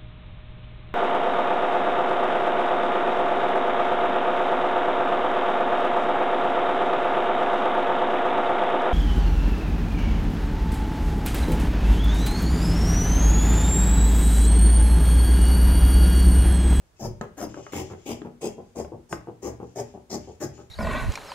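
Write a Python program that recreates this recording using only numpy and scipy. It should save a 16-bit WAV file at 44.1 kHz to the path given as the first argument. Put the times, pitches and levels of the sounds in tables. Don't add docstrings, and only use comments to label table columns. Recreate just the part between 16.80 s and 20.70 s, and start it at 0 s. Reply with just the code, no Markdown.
import sys
import numpy as np
from scipy import signal
from scipy.fft import rfft, irfft, next_fast_len
from scipy.io import wavfile
from scipy.ndimage import uniform_filter1d, map_coordinates

SR = 44100
rng = np.random.default_rng(int(sys.argv[2]) if len(sys.argv) > 2 else 0)


def persist_wave(psi):
    counts = np.round(np.clip(psi, -1, 1) * 32767).astype(np.int16)
    wavfile.write(sys.argv[1], SR, np.atleast_2d(counts).T)


N = 171990

# t/s, length/s, hardest point/share of length, table level/dB, thump level/dB,
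# crunch level/dB, crunch f/Hz, rasp level/dB, rasp f/Hz, fizz level/dB
CUTS = [(0.189, 0.073, 0.96, -28.5, -27, -49, 1050, -49, 5800, -46.5),
        (0.565, 0.077, 0.83, -27.5, -31.5, -44, 1410, -55, 6400, -48),
        (0.913, 0.097, 0.54, -31, -33.5, -43, 2380, -45.5, 6500, -46.5),
        (1.25, 0.072, 0.85, -28, -38.5, -42, 2580, -46.5, 6580, -47),
        (1.603, 0.071, 0.69, -28.5, -39, -47, 2400, -44.5, 6770, -48),
        (1.947, 0.062, 0.66, -29.5, -38.5, -53.5, 1800, -50, 6750, -50),
        (2.286, 0.054, 0.73, -39, -50, -59, 1520, -51.5, 7000, -50),
        (2.615, 0.075, 0.63, -29.5, -40, -49, 1730, -48.5, 6400, -54),
        (2.949, 0.058, 0.87, -27, -40, -47.5, 1800, -46.5, 6300, -49),
        (3.292, .062, .84, -28.5, -33.5, -49, 1760, -39.5, 5660, -47.5),
        (3.596, 0.052, 0.63, -28.5, -32, -43.5, 1600, -46.5, 6300, -46.5)]
# t/s, length/s, table level/dB, scrape level/dB
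OPENS = [(.412, 0.026, -38.5, -47.5), (.765, 0.024, -33.5, -54.5), (1.099, 0.037, -38, -51.5),
         (1.446, 0.022, -36, -54), (1.779, 0.02, -37, -67), (2.118, 0.026, -37, -83),
         (2.47, 0.02, -35, -59), (2.797, 0.044, -38, -58.5), (3.139, 0.035, -40.5, -65),
         (3.472, 0.035, -41, -98), (3.778, 0.033, -44, -58)]
# t/s, knock level/dB, clack level/dB, steel level/dB
TICKS = [(.412, -22.5, -44, -44), (.743, -42.5, -37, -61), (0.866, -41, -36, -65), (0.934, -33, -34, -44),
         (1.418, -37.5, -42, -73), (2.048, -34, -53, -66), (2.3272, -22, -23, -41.5)]
# t/s, length/s, level/dB
SLIDES = [(0.153, 0.11, -66), (0.671, 0.4, -59), (1.009, 0.11, -55), (1.166, 0.24, -63),
          (1.796, 0.18, -74.5), (2.808, 0.23, -70.5), (3.049, 0.094, -65.5), (3.392, 0.14, -61),
          (3.72, 0.092, -61)]

# f/Hz, level/dB
TABLE_COLOUR = [(50, -17.5), (90, -14.5), (150, -7), (240, -2.5), (290, -2.5), (390, 2), (500, -6.5),
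                (620, -2.5), (720, -8), (850, -7.5), (1050, -16.5), (1400, -28.5), (2500, -35), (6000, -63)]
# f/Hz, level/dB
THUMP_COLOUR = [(35, 8), (55, -31.5), (75, 4.5), (130, 1), (170, -0.5), (240, -11), (350, -17), (700, -51),
                (2000, -77)]
# f/Hz, level/dB
FIZZ_COLOUR = [(3900, -16), (5000, 18), (8000, 0), (9200, 0.5), (10800, 3), (12500, 7), (14000, -7),
               (15500, -1)]
# f/Hz, level/dB
RUB_COLOUR = [(50, -45.5), (80, 2), (170, -0.5), (280, -3.5), (380, 5), (580, -5), (850, -6), (1050, -16),
              (1400, -35.5), (3000, -77)]
# f/Hz, level/dB
SCRAPE_COLOUR = [(600, -7), (1200, 8.5), (1800, -4.5), (2700, -10), (3900, -21), (7000, -27.5)]
# f/Hz, level/dB
KNOCK_COLOUR = [(60, -17.5), (170, 9), (380, 7.5), (600, 5.5), (830, 12.5), (1100, -7.5), (1500, -29),
                (3000, -64.5)]
# f/Hz, level/dB
CLACK_COLOUR = [(300, -35), (800, 4), (1250, 5.5), (2000, -7.5), (2700, -15), (4000, -22.5), (9000, -47.5)]
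# f/Hz, level/dB
STEEL_COLOUR = [(1500, -18), (2700, -9), (4000, -16), (5200, -10.5), (6200, -9.5), (7000, -6.5),
                (7900, -15.5), (10000, -38), (15000, -37)]
# f/Hz, level/dB
HOLLOW_COLOUR = [(3400, 2.5), (3950, -2.5), (4600, 2)]
# f/Hz, level re excitation/dB, t60/s
BLADE_MODES = [(2760, -18, .16), (3260, -18, .2)]
# f/Hz, level re excitation/dB, t60/s
BOARD_MODES = [(74, -17.5, 0.25), (121, -20.5, 0.44), (242.2, -20.5, 0.6), (381, -24, 0.34),
               (507.5, -24, .14), (603.3, -17.5, 0.1), (837.3, -22.5, 0.11)]
# f/Hz, level re blow/dB, t60/s
KNOCK_MODES = [(340, -4, 0.075), (405, -4.5, 0.13), (590, -9, 0.032), (840.6, -6.5, 0.082),
               (1050, -12, 0.058), (1248, -14, 0.072)]

# f/Hz, t60/s
ROOM_T60 = [(80, 0.53), (300, 0.33), (1000, 0.31), (3000, 0.4), (7000, 0.28), (14000, 0.18)]
# f/Hz, correlation/1
ROOM_ALIKE = [(30, 0.27), (80, 0.85), (300, 0.99), (600, 0.12), (1500, 0.017), (4000, 0.015)]
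# f/Hz, level/dB
SCATTER_COLOUR = [(200, -27.5), (600, -3.5), (1500, -5), (4000, 5), (12000, -0.5)]
# f/Hz, level difference/dB
LEAN = [(150, -0.5), (290, 5.5), (450, 2), (740, 3), (1200, 2.5), (2200, -1.5), (3300, 4.5), (5500, 3),
        (7000, 13), (8800, -13.5), (10500, -3), (12500, 1.5)]
# f/Hz, level/dB
FLOOR_COLOUR = [(25, -10), (45, 9), (100, -2.5), (250, -13.5), (500, -12.5), (1000, -17.5), (2500, -25),
                (4000, -28), (7000, -27.5), (15000, -38.5)]

THREADS_PER_S, THREAD_SPREAD_DB = 2600, 1
CLUMPS_PER_S, CLUMP_DB = 265, 2
ATTACK_S, RELEASE_S = 0.016, 0.012
PRESS_DB, RASP_SWELL_DB, FIZZ_SWELL_DB = 12, 5, 19
EASE_DB = 2.5
THUMP_LAG_S, THUMP_RELEASE_S, FIZZ_RELEASE_S = 0.01135, 0.036, 0.022
RASP_WIDTH_OCT, RASP_SKIRT_DB = 0.34, -69.5
CRUNCH_WIDTH_OCT, CRUNCH_SKIRT_DB = 0.34, -15
SLIPS_PER_S, SLIP_SPREAD_DB = 900, 7
OPEN_ATTACK_S, OPEN_RELEASE_S, OPEN_SWELL_DB = 0.001, 0.014, 0.5
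ROOM_LOW_DB, ROOM_HIGH_DB = -3.5, -4
EARLY_DB, EARLY_S = 0, 0.0042
LEAD_S = 0.00008
FLOOR_DB = -58.5
LOW_CUT_HZ, TOP_HZ = 54, 15700


def amp(db):
    return 10 ** (np.asarray(db) / 20)


def along(points, hz):
    f, v = np.transpose(points)
    return np.interp(np.log(hz + 1), np.log(f + 1), v)


def filtered(x, response):
    m = next_fast_len(N + SR // 2)
    spectrum = rfft(x, m) * response(np.fft.rfftfreq(m, 1 / SR))
    return irfft(spectrum, m)[..., :N]


def convolved(x, h):
    return signal.fftconvolve(x, h, axes=-1)[..., :N]


def body(level_db, size=4096):
    cepstrum = irfft(np.log(amp(level_db(np.fft.rfftfreq(size, 1 / SR)))))
    cepstrum[1:size // 2] *= 2
    cepstrum[size // 2 + 1:] = 0
    h = irfft(np.exp(rfft(cepstrum)))
    return h / np.linalg.norm(h)


def coloured(x, points):
    return convolved(x, body(lambda hz: along(points, hz)))


def band(centre_hz, width_oct, skirt_db):
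    def level_db(hz):
        octaves = np.log2((hz + 1) / centre_hz)
        return 20 * np.log10(np.exp(-0.5 * (octaves / width_oct) ** 2) + amp(skirt_db))
    return body(level_db)


def ringing(x, modes):
    t = np.arange(SR // 2) / SR
    total = 0
    for hz, db, t60 in modes:
        ring = convolved(x, np.sin(2 * np.pi * hz * t) * amp(-60 * t / t60))
        total = total + amp(db) * ring * x.std() / ring.std()
    return total


def add(track, s, x):
    part = track[max(round(s * SR), 0):][:len(x)]
    part += x[:len(part)]


def stroke(length, attack, release, swell_db, fade_db, crest=0.39):
    t = np.arange(SR // 2) / SR
    rise = np.sin(np.pi / 2 * np.minimum(t / attack, 1)) ** 2
    effort_db = np.interp(t / length, [0, np.clip(crest, 0.05, 0.98), 1], [-swell_db, 0, -fade_db])
    return rise * amp(effort_db) * np.exp(-np.maximum(t - length, 0) / release)


def snaps(rate, spread_db):
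    n = SR // 2
    chance, size, sign = rng.random(n), rng.standard_normal(n), rng.choice([-1, 1], n)
    x = (chance < rate / SR) * amp(spread_db * np.clip(size, -2, 2)) * sign
    return x / (x.std() + 1e-9)


def clumps():
    knots = np.arange(SR // 2) * CLUMPS_PER_S / SR
    gain = amp(CLUMP_DB * map_coordinates(rng.standard_normal(size=1024), [knots]))
    return gain / np.sqrt(np.mean(gain ** 2))


def steadied(x, size=660):
    return x / np.sqrt(np.abs(uniform_filter1d(x ** 2, size)) + 1e-3)


def paired(noise, alike):
    def mid_side(hz):
        turn = np.arccos(np.clip(along(alike, hz), -1, 1)) / 2
        return np.array([np.cos(turn), np.sin(turn)])
    mid, side = filtered(noise, mid_side)
    return np.array([mid + side, mid - side])


def background():
    noise = paired(rng.standard_normal((2, N)), ROOM_ALIKE)
    air = filtered(noise, lambda hz: amp(along(FLOOR_COLOUR, hz)))
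    return amp(FLOOR_DB) * air / air.std()


def room(x, wet_db):
    n = SR // 2
    out = np.array([x, x])
    scatter = body(lambda hz: along(SCATTER_COLOUR, hz))
    early_decay = np.exp(-np.arange(n) / SR / EARLY_S)
    edges = [0] + [round(cut[0] * SR) for cut in CUTS[1:]] + [N]
    noise = paired(rng.standard_normal((2, N)), ROOM_ALIKE)
    for k, (a, b) in enumerate(zip(edges, edges[1:])):
        part = noise[:, k * (N - n) // len(CUTS):][:, :n]
        hz, t, z = signal.stft(part, SR, nperseg=256)
        decay = amp(-60 * t / along(ROOM_T60, hz)[:, None])
        tail = signal.istft(z * decay, SR, nperseg=256)[1][:, :n]
        early = convolved(rng.standard_normal((2, n)) * early_decay, scatter[None])[:, :n]
        h = amp(wet_db) * tail / np.linalg.norm(tail[0])
        h = h + amp(EARLY_DB) * early / np.linalg.norm(early[0])
        for ear, answer in zip(out, convolved(x[None, a:b], h)):
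            add(ear, a / SR, answer)
    return out


def placed(near):
    side = np.array([[0.5], [-0.5]])
    return filtered(near, lambda hz: amp(side * along(LEAN, hz)) * np.exp(2j * np.pi * hz * side * LEAD_S))


def sliding():
    hiss = np.zeros(N)
    for s, length, db in SLIDES:
        advance = stroke(length, attack=0.022, release=0.046, swell_db=3.0, fade_db=5.0)
        add(hiss, s, amp(db) * snaps(rate=7000, spread_db=7.5) * advance)
    return coloured(hiss, STEEL_COLOUR)


def ticking(chatter_s=0.0024, chatter_db=-19, blow_db=19):
    knock, clack, steel = np.zeros((3, N))
    t = np.arange(SR // 20) / SR
    for s, knock_db, clack_db, steel_db in TICKS:
        chatter = amp(chatter_db) * rng.standard_normal(len(t)) * np.exp(-t / chatter_s)
        blow = amp(blow_db) * ((t == 0) + chatter)
        add(knock, s, amp(knock_db) * blow)
        add(clack, s, amp(clack_db) * blow)
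        add(steel, s, amp(steel_db) * blow)
    table = coloured(knock, KNOCK_COLOUR) + ringing(knock, KNOCK_MODES)
    return table, coloured(clack, CLACK_COLOUR) + coloured(steel, STEEL_COLOUR)


def reopening():
    table, scrape = np.zeros((2, N))
    for s, length, table_db, scrape_db in OPENS:
        parting = stroke(length, OPEN_ATTACK_S, OPEN_RELEASE_S, OPEN_SWELL_DB, fade_db=0)
        slips = steadied(snaps(SLIPS_PER_S, SLIP_SPREAD_DB)) * parting
        add(table, s, amp(table_db) * slips)
        add(scrape, s, amp(scrape_db) * slips)
    return coloured(table, RUB_COLOUR), coloured(scrape, SCRAPE_COLOUR)


def cutting():
    table, thump, crunch, rasp, fizz = np.zeros((5, N))
    for s, length, crest, table_db, thump_db, crunch_db, crunch_hz, rasp_db, rasp_hz, fizz_db in CUTS:
        def effort(swell_db, release=RELEASE_S):
            return stroke(length, ATTACK_S, release, swell_db, EASE_DB, crest)
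        weave = clumps()
        threads = steadied(weave * snaps(THREADS_PER_S, THREAD_SPREAD_DB))
        fibres = steadied(weave * snaps(THREADS_PER_S, THREAD_SPREAD_DB))
        bite = threads * effort(RASP_SWELL_DB)
        edge = band(rasp_hz, RASP_WIDTH_OCT, RASP_SKIRT_DB)
        cloth = band(crunch_hz, CRUNCH_WIDTH_OCT, CRUNCH_SKIRT_DB)
        add(table, s, amp(table_db) * threads * effort(PRESS_DB))
        add(thump, s + THUMP_LAG_S, amp(thump_db) * threads * effort(PRESS_DB, THUMP_RELEASE_S))
        add(crunch, s, amp(crunch_db) * convolved(bite, cloth))
        add(rasp, s, amp(rasp_db) * convolved(bite, edge))
        add(fizz, s, amp(fizz_db) * fibres * effort(FIZZ_SWELL_DB, FIZZ_RELEASE_S))
    wood = coloured(table, TABLE_COLOUR) + coloured(thump, THUMP_COLOUR)
    blades = crunch + ringing(crunch, BLADE_MODES) + rasp + coloured(fizz, FIZZ_COLOUR)
    return wood, blades


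def scene():
    wood, steel = np.sum([cutting(), reopening(), ticking()], axis=0)
    table = wood + ringing(wood, BOARD_MODES)
    blades = coloured(steel + sliding(), HOLLOW_COLOUR)
    near = room(table, ROOM_LOW_DB) + room(blades, ROOM_HIGH_DB)
    return amp(-2.5) * placed(near) + background()


def record(dry):
    return filtered(dry, lambda hz: (hz < TOP_HZ) * hz ** 3 / np.sqrt(hz ** 6 + LOW_CUT_HZ ** 6))


dry = scene()
out = record(dry)
persist_wave(out)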